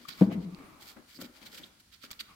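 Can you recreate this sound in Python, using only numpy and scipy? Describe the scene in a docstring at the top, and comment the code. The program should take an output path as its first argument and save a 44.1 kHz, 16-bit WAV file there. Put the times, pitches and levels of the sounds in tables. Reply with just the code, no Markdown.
"""Gloves rub and crinkle in short strokes in a garage's still air, handling an engine's rubber timing belt.
The belt drags with a faint creak, slips onto its metal pulley with a deep knock and flutters on.
Clicks, thin squeaks, sleeve rustle, finger bumps and a low murmur follow. Friction is shaped noise,
knocks and bumps are decaying modes, flutter and squeaks are gliding sines; a noise tail adds the room."""
import sys
import numpy as np
from scipy import signal
from scipy.fft import rfft, irfft, next_fast_len
from scipy.io import wavfile
from scipy.ndimage import uniform_filter1d

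SR = 44100
rng = np.random.default_rng(int(sys.argv[2]) if len(sys.argv) > 2 else 0)


def digitize_waveform(pressure):
    """Quantize a signal to 16-bit integers and store it at the path in sys.argv[1].

    Rows of a 2-D input are taken as channels; values are limited to [-1, 1].
    """
    field = np.atleast_2d(pressure).T
    bounded = np.clip(field, -1, 1)
    quanta = np.round(bounded * 32767).astype(np.int16)
    wavfile.write(sys.argv[1], SR, quanta)


N = 103635


def amp(db):
    """Decibels to gain."""
    return 10 ** (np.asarray(db) / 20)


def unit(x):
    """Scale to rms 1."""
    return x / np.sqrt(np.mean(x ** 2) + 1e-20)


def along(points, hz):
    """Interpolate (frequency [Hz], value) points on a log-frequency axis."""
    point_hz, value = np.transpose(points)
    return np.interp(np.log(hz + 1), np.log(point_hz + 1), value)


def clock():
    """Time of each sample [s]."""
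    return np.arange(N) / SR


def filtered(x, response):
    """Multiply the spectrum of x by response(hz)."""
    m = next_fast_len(N + SR)
    return irfft(rfft(x, m) * response(np.fft.rfftfreq(m, 1 / SR)), m)[..., :N]


def colour(x, points):
    """Filter x by a (frequency [Hz], gain [dB]) curve."""
    return filtered(x, lambda hz: amp(along(points, hz)))


def narrow(x, hz, width_hz):
    """A steep band of x at rms 1: two cascaded peak filters, each 2 * width_hz wide."""
    peak = signal.iirpeak(hz, hz / (2 * width_hz), SR)
    return unit(signal.lfilter(*peak, signal.lfilter(*peak, x)))


def swell(s, rise_s, fall_s):
    """Bell-shaped stroke peaking at s; 1/e at rise_s before and fall_s after."""
    t = clock() - s
    return np.exp(-(t / np.where(t < 0, rise_s, fall_s)) ** 2)


def blow(s, rise_s, t60_s):
    """Quick exponential rise, then exponential decay."""
    t = np.maximum(clock() - s, 0)
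    return (1 - np.exp(-t / rise_s)) * np.exp(-np.log(1000) * t / t60_s)


def spread(pair, alike):
    """Mix two unrelated signals to left and right with a correlation set per frequency."""
    def mid_side_gains(hz):
        turn = np.arccos(np.clip(along(alike, hz), -1, 1)) / 2
        return np.array([np.cos(turn), np.sin(turn)])

    mid, side = filtered(pair, mid_side_gains)
    return np.array([mid + side, mid - side])


def noise(points, alike):
    """Coloured stereo noise of rms 1."""
    return unit(colour(spread(rng.standard_normal((2, N)), alike), points))


# left-right likeness of room sound: (frequency [Hz], correlation)
ROOM_LIKENESS = [(60, 0.93), (250, 0.99), (600, 0.23), (1600, .25), (5000, 0.017)]
# air spectrum: (frequency [Hz], gain [dB])
AIR_COLOUR = [(20, -18), (60, 1.5), (130, -7), (270, -6), (450, -19), (800, -18.5), (4500, -13.5),
              (7000, -18), (15500, -24.5)]
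AIR_DB = -65


def still_air():
    """Steady background noise of the garage air."""
    return amp(AIR_DB) * noise(AIR_COLOUR, ROOM_LIKENESS)


# left-right likeness of near sounds: (frequency [Hz], correlation)
NEAR_LIKENESS = [(60, 1), (250, 0.6), (600, 0.69), (1500, 0.048), (5000, 0.16), (15000, .1)]
SLIP_SCATTER_DB, SMOOTH_POWER_SHARE = 2, 0.4


def slips(rate_per_s):
    """Stick-slip friction: random jerks of uneven size mixed with smooth hiss."""
    size = amp(SLIP_SCATTER_DB * rng.standard_normal(N).clip(-2, 2))
    sign = rng.choice([-1, 1], (2, N))
    jerks = (rng.random(N) < rate_per_s / SR) * size * sign
    hiss = rng.standard_normal((2, N))
    mix = np.sqrt(1 - SMOOTH_POWER_SHARE) * unit(jerks) + np.sqrt(SMOOTH_POWER_SHARE) * hiss
    return spread(mix, NEAR_LIKENESS)


# glove contact spectrum: (frequency [Hz], gain [dB])
GLOVE_COLOUR = [(950, -13), (1300, 0.5), (2300, -10), (3200, 5), (3900, -1), (4700, 3.5), (5700, -10),
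                (8000, -21), (15000, -37.5)]
# resonances of the rubbed pulley: (frequency [Hz], width [Hz], gain [dB])
PULLEY_MODES = [(1400, 120, -5), (1803, 190, 3), (2335, 210, 1.5), (3130, 16, 1), (3850, 250, -12),
                (4630, 120, 7.5)]
PULLEY_DB = -1  # relative to the glove colour
GLOVE_LOW_HZ = 1180  # the rubbed pulley radiates little below this


def pulley(x):
    """Contact sound: the glove's broad colour plus the pulley's resonances, low end cut, at rms 1."""
    def ring(f):
        total = 0
        for k, (hz, width_hz, db) in enumerate(PULLEY_MODES):
            resonance = 1j * f * width_hz / (hz * hz - f * f + 1j * f * width_hz)
            total = total + (-1) ** k * amp(db) * resonance
        return total

    both = unit(colour(x, GLOVE_COLOUR)) + amp(PULLEY_DB) * unit(filtered(x, ring))
    return unit(filtered(both, lambda hz: 1 / np.sqrt(1 + (GLOVE_LOW_HZ / (hz + 1)) ** 10)))


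# glove strokes: (peak time [s], rise [s], fall [s], level [dB], fizz re level [dB], left minus right [dB])
GLOVE_STROKES = [(0.005, 0.034, 0.19, -61, -8.5, 6), (0.0892, 0.007, 0.0065, -43.5, -6, 4.5),
                 (0.110, 0.016, 0.0067, -50.5, -10.5, -7), (0.13, .008, 0.042, -59.5, -7, -0.5),
                 (0.205, 0.026, 0.048, -53, -4.5, 3), (0.328, 0.012, 0.018, -59, -1.5, 5),
                 (0.436, 0.031, 0.018, -59, -12.5, 1), (0.822, 0.016, 0.017, -55, -0.5, -1),
                 (0.891, 0.045, 0.034, -54, -1.5, 0.5), (1.112, 0.035, 0.037, -58, -4.5, 3),
                 (1.159, 0.016, 0.047, -65, 3.5, 0.5), (1.22, .013, 0.0076, -48, 0.5, 1.5),
                 (1.25, 0.02, 0.014, -51.5, -6.5, -2.5), (1.37, 0.028, 0.021, -59.5, -7.5, 7),
                 (1.431, 0.021, 0.027, -59, -10, 7), (1.464, 0.0074, 0.018, -52, -5.5, 2),
                 (1.548, .025, 0.019, -54, -2, -1), (1.583, 0.0097, 0.012, -53, -1.5, -3.5),
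                 (1.66, 0.2, 0.02, -61, -5, 5.5), (1.804, 0.0072, 0.0084, -61, -2.5, 4),
                 (1.936, 0.014, 0.026, -55.5, -7.5, -3.5), (2.044, 0.0224, .02, -49, -8, -0.5),
                 (2.1149, 0.0036, 0.0059, -45, 3.5, 0.5), (2.135, 0.017, 0.0073, -61.5, -8.5, -11.5),
                 (2.207, 0.0096, 0.0098, -39.5, -7, 1)]
# crinkle spectrum: (frequency [Hz], gain [dB])
FIZZ_COLOUR = [(2000, -38), (5000, -4.5), (7500, -1), (10000, -7), (14000, 2), (15800, -5)]
GLOVE_SLIPS_PER_S = 900


def glove_rubs():
    """Stick-slip strokes of glove on belt and metal, each with its share of crinkly fizz."""
    friction = slips(GLOVE_SLIPS_PER_S)
    body, fizz = np.zeros((2, N)), np.zeros((2, N))
    for s, rise_s, fall_s, db, fizz_db, pan_db in GLOVE_STROKES:
        stroke = swell(s, rise_s, fall_s) * amp([[db + pan_db / 2], [db - pan_db / 2]])
        body += stroke
        fizz += amp(fizz_db) * stroke
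    return body * pulley(friction) + fizz * unit(colour(friction, FIZZ_COLOUR))


# palms pressing and shifting on the belt: (time [s], level [dB], t60 [s])
PALM_PRESSES = [(0.001, -57, 0.47), (0.097, -58.5, 0.91), (0.585, -51.5, 1.0), (0.966, -49, .25),
                (1.187, -48.5, 0.44), (1.417, -56.5, 0.76), (1.53, -59, 0.66), (1.593, -56, 0.33),
                (2.038, -58.5, 0.68), (2.195, -64.5, 0.41)]
# press spectrum: (frequency [Hz], gain [dB])
PRESS_COLOUR = [(40, -33), (130, -12), (190, 2.5), (275, 2), (390, -6), (560, -8), (800, -13), (2000, -15),
                (5000, -40)]
CONTACT_RISE_S = 0.0009  # shared by presses, slaps and finger bumps


def palm_presses():
    """Each push on the belt gives a low, dull murmur: decaying dark noise."""
    level = sum(amp(db) * blow(s, CONTACT_RISE_S, t60_s) for s, db, t60_s in PALM_PRESSES)
    return level * noise(PRESS_COLOUR, NEAR_LIKENESS)


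# glove scuffs and chafes: (peak time [s], half length [s], centre [Hz], nominal width [Hz], level [dB])
GLOVE_CHAFES = [(0.056, 0.0042, 1220, 150, -49), (0.0912, 0.0017, 3190, 700, -39),
                (0.127, 0.0088, 4150, 610, -48.5), (0.317, 0.012, 549, 260, -41),
                (0.329, 0.024, 2200, 594, -49.5), (1.164, 0.017, 4700, 500, -54.5),
                (1.215, 0.0038, 1337, 122.4, -46.5), (1.467, 0.0075, 3720, 700, -50.5),
                (1.581, 0.0079, 3270, 800, -50.5), (1.640, 0.0064, 3430, 401, -46),
                (2.04, 0.0038, 1340, 245.4, -51), (2.114, 0.0023, 4600, 202.4, -41),
                (2.1958, 0.0026, 3056, 395, -40.5), (2.2, 0.0049, 4620, 123, -41),
                (2.207, 0.0063, 3850, 150, -40.5)]


def glove_chafes():
    """Glove chafing on rubber: brief narrow bands of noise."""
    friction = spread(rng.standard_normal((2, N)), NEAR_LIKENESS)
    return sum(amp(db) * swell(s, half_s, half_s) * narrow(friction, hz, width_hz)
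               for s, half_s, hz, width_hz, db in GLOVE_CHAFES)


# belt dragging on the rim: (peak time [s], rise [s], fall [s], level [dB])
BELT_DRAGS = [(0.091, 0.0089, 0.007, -49), (0.192, 0.016, 0.023, -50), (0.609, 0.13, 0.217, -57),
              (2.114, 0.0064, 0.0048, -50), (2.303, 0.027, 0.042, -57)]
# creak spectrum: (frequency [Hz], gain [dB])
DRAG_COLOUR = [(200, -6.5), (500, -19), (850, -15), (1050, -10.5), (1170, -3), (1400, -12.5), (1750, -23),
               (2300, -11.5), (3000, -22), (6000, -33)]
DRAG_SLIPS_PER_S = 2500
# thin rubber squeaks: (peak time [s], half length [s], top pitch before waver [Hz], level [dB])
RUBBER_SQUEAKS = [(0.587, 0.017, 12000, -75), (0.668, 0.036, 9380, -71.5), (0.703, .018, 12200, -72)]
SQUEAK_ARCH = 0.014  # share of pitch lost one half length from the peak
SQUEAK_WAVER = 0.005  # rms share of pitch


def belt_drag():
    """Rubber creaks along the rim by dense stick-slip and squeaks as thin wavering sines."""
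    level = sum(amp(db) * swell(s, rise_s, fall_s) for s, rise_s, fall_s, db in BELT_DRAGS)
    sound = level * unit(colour(slips(DRAG_SLIPS_PER_S), DRAG_COLOUR))
    for s, half_s, hz, db in RUBBER_SQUEAKS:
        waver = SQUEAK_WAVER * unit(uniform_filter1d(rng.standard_normal(N), size=150))
        arch = SQUEAK_ARCH * np.clip((clock() - s) / half_s, -2, 2) ** 2
        phase = 2 * np.pi * np.cumsum(hz * (1 - arch + waver)) / SR
        sound = sound + amp(db) * swell(s, half_s, half_s) * np.sin(phase)
    return sound


# belt knocks: (time [s], level [dB], dullness: loss above the strongest mode [dB/octave])
BELT_KNOCKS = [(0.2101, -14.5, -3), (0.2163, -8, 3.5), (0.341, -30.5, 4)]
# modes of the belt span and its cover: (frequency [Hz], level [dB], t60 [s])
BELT_MODES = [(112.8, -28.5, 0.45), (191.6, 2.5, 0.11), (280.3, 1.5, 0.06), (334.6, -14.5, 0.082),
              (482.3, -18.5, 0.063), (540, -13.5, 0.05), (620, -20.5, 0.035), (715, -16, 0.031),
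              (860, -26.5, 0.048)]
# slap spectrum: (frequency [Hz], gain [dB])
SLAP_COLOUR = [(30, -26), (90, -10.5), (200, -9), (500, 5.5), (900, -8.5), (1400, -18.5), (3000, -29),
               (8000, -74.5)]
BELT_RISE_S = 0.004
SLAP_DB, SLAP_T60_S = -15.5, 0.09  # toneless rubber slap; a knock's dullness also lowers it


def belt_knocks():
    """Each knock rings the damped belt modes, tilted by its dullness, under a toneless noise slap."""
    ring, slap = np.zeros(N), np.zeros(N)
    t = np.arange(SR // 2) / SR
    main_hz = max(BELT_MODES, key=lambda mode: mode[1])[0]
    for s, db, dull_db in BELT_KNOCKS:
        modes = np.zeros(len(t))
        for k, (hz, level_db, t60_s) in enumerate(BELT_MODES):
            octaves_above = max(np.log2(hz / main_hz), 0)
            envelope = (1 - np.exp(-t / BELT_RISE_S)) * np.exp(-np.log(1000) * t / t60_s)
            gain = (-1) ** k * amp(level_db - dull_db * octaves_above)
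            modes += gain * envelope * np.sin(2 * np.pi * hz * t)
        ring += amp(db) * np.interp(clock() - s, t, modes, left=0, right=0)
        slap += amp(db - dull_db) * blow(s, CONTACT_RISE_S, SLAP_T60_S)
    return ring + amp(SLAP_DB) * slap * noise(SLAP_COLOUR, NEAR_LIKENESS)


# shudder spectrum: (frequency [Hz], gain [dB])
SHUDDER_COLOUR = [(20, -38.5), (55, -2), (85, 6.5), (115, -15), (170, -9.5), (290, 13), (500, -5),
                  (900, -41.5), (2000, -59.5)]
SHUDDER_DB, SHUDDER_T60_S, SHUDDER_RISE_S = -34.5, 0.96, 0.027


def engine_shudder():
    """The engine shudders low after the main knock: slowly rising, decaying dark noise."""
    main_knock_s = BELT_KNOCKS[1][0]
    envelope = blow(main_knock_s, SHUDDER_RISE_S, SHUDDER_T60_S)
    return amp(SHUDDER_DB) * envelope * noise(SHUDDER_COLOUR, ROOM_LIKENESS)


# belt span fluttering after the knock: (time [s], pitch [Hz], level [dB])
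FLUTTER_TRACK = [(0.258, 205, -56.5), (0.277, 213, -27), (0.292, 199.4, -29.5), (0.308, 172.7, -61),
                 (0.33, 172, -34.5), (0.34, 213, -38.5), (0.354, 236, -39), (0.384, 176.8, -31),
                 (0.419, 168.3, -54), (0.441, 211, -40.5), (0.482, 168, -37.5), (0.514, 182.6, -64),
                 (0.54, 186, -38.5), (0.555, 190, -45)]
FLUTTER_FADE_S = 0.0056
FLUTTER_ROUGH = 0.17  # rms share of amplitude


def belt_flutter():
    """The span hums on under an unsteady grip: a sine gliding in pitch and level, roughened at random."""
    s, hz, db = np.transpose(FLUTTER_TRACK)
    t = clock()
    fade = np.clip(np.minimum(t - s[0], s[-1] - t) / FLUTTER_FADE_S, 0, 1)
    swing = uniform_filter1d(uniform_filter1d(rng.standard_normal(N), size=300), size=200)
    grip = 1 + FLUTTER_ROUGH * unit(swing)
    level = np.sqrt(2) * np.interp(t, s, amp(db))  # levels are rms
    phase = 2 * np.pi * np.cumsum(np.interp(t, s, hz)) / SR
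    return fade * grip * level * np.sin(phase)


# small clicks: (time [s], level [dB], bright snap gain re ring [ratio])
SMALL_CLICKS = [(0.5472, -40.5, 0.22), (0.827, -48, 0.36), (1.173, -45, .1), (1.552, -37, 0.33),
                (2.064, -44, .1), (2.1061, -34.5, 0.13), (2.1307, -34, 0.12)]
CLICK_RISE_S, CLICK_T60_S = 0.0002, 0.005


def clicks():
    """Short noise ticks through the pulley's resonances, each with some bright snap."""
    grit = spread(rng.standard_normal((2, N)), NEAR_LIKENESS)
    ring, snap = pulley(grit), unit(colour(grit, FIZZ_COLOUR))
    return sum(amp(db) * blow(s, CLICK_RISE_S, CLICK_T60_S) * (ring + bright * snap)
               for s, db, bright in SMALL_CLICKS)


# sleeve sliding as the arm moves: (peak time [s], rise [s], fall [s], level [dB])
SLEEVE_SLIDES = [(0.80, 0.04, 0.214, -61), (1.42, 0.079, 0.089, -62)]
# cloth spectrum: (frequency [Hz], gain [dB])
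SLEEVE_COLOUR = [(100, -36), (280, -1.5), (480, -14.5), (750, -8.5), (1500, -13.5), (5000, -29.5)]


def sleeve():
    """Sliding cloth rustles softly: swells of dull noise."""
    level = sum(amp(db) * swell(s, rise_s, fall_s) for s, rise_s, fall_s, db in SLEEVE_SLIDES)
    return level * noise(SLEEVE_COLOUR, NEAR_LIKENESS)


# fingers knocking on the belt and its cover: (time [s], level [dB])
FINGER_BUMPS = [(0.9637, -48), (1.189, -50), (1.2, -57), (1.219, -38), (1.2437, -43.5), (1.2959, -49.5),
                (2.0393, -48.5)]
# modes of the cover under the fingers: (frequency [Hz], level [dB], t60 [s])
COVER_MODES = [(250.3, -3, 0.12), (289, -3, 0.085), (362, -8.5, 0.097), (526, -2.5, 0.039),
               (1370, -5.5, 0.018)]


def finger_bumps():
    """Each finger knock rings the cover's damped modes briefly."""
    t = clock()
    bumps = np.zeros(N)
    for s, db in FINGER_BUMPS:
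        for hz, level_db, t60_s in COVER_MODES:
            envelope = blow(s, CONTACT_RISE_S, t60_s)
            bumps += amp(db + level_db) * envelope * np.sin(2 * np.pi * hz * (t - s))
    return bumps


# low murmur: (peak time [s], rise [s], fall [s, sign has no effect], level [dB])
MURMUR_STROKE = (1.23, 0.06, -0.03, -51)
MURMUR_HZ, MURMUR_NOMINAL_WIDTH_HZ = 200, 68


def low_murmur():
    """A low murmur under the handling: one swell of narrow low noise."""
    s, rise_s, fall_s, db = MURMUR_STROKE
    band = narrow(rng.standard_normal(N), MURMUR_HZ, MURMUR_NOMINAL_WIDTH_HZ)
    return amp(db) * swell(s, rise_s, fall_s) * band


# garage decay: (frequency [Hz], t60 [s])
GARAGE_DECAY = [(100, 0.89), (250, 0.84), (1000, 0.95), (4000, 0.72), (14000, 0.41)]
# reverberation spectrum: (frequency [Hz], gain [dB])
WET_COLOUR = [(60, -16), (190, -33), (330, -20.5), (1000, -3.5), (4000, -15.5), (14000, -11)]


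def garage(x):
    """Room answer: x convolved with a noise tail whose frequencies decay at their own rates."""
    hz, t, z = signal.stft(rng.standard_normal((2, N)), SR, nperseg=256)
    t60_s = along(GARAGE_DECAY, hz)[:, None]
    decay = np.exp(-np.log(1000) * t / t60_s)
    even_energy = np.sqrt(2 * np.log(1000) / (t60_s * SR))  # same tail energy for any t60
    tail = signal.istft(z * decay * even_energy, SR, nperseg=256)[1][:, :N]
    onset = 1 - np.exp(-(clock() / 0.003) ** 2)
    tail = colour(spread(tail, ROOM_LIKENESS), WET_COLOUR) * onset
    return signal.fftconvolve(x, tail, axes=1)[:, :N]


def scene():
    """All handling sounds, their room answer and the still air."""
    gloves = glove_rubs() + palm_presses() + glove_chafes()
    belt = belt_drag() + belt_knocks() + engine_shudder() + belt_flutter()
    near = gloves + belt + clicks() + sleeve() + finger_bumps() + low_murmur()
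    return near + garage(near) + still_air()


# channel colour difference: (frequency [Hz], left minus right [dB])
STEREO_LEAN = [(60, 0), (170, 2.5), (350, 4.5), (900, 2), (1800, 2.5), (2800, 0), (4200, -9), (6400, 0),
               (9800, 6), (15000, -1)]
TOP_HZ = 15900


def record(dry):
    """The two microphones differ in colour; nothing from TOP_HZ up is kept."""
    half = np.array([[0.5], [-0.5]])
    return filtered(dry, lambda hz: amp(half * along(STEREO_LEAN, hz)) * (hz < TOP_HZ))


dry = scene()
out = record(dry)
digitize_waveform(out)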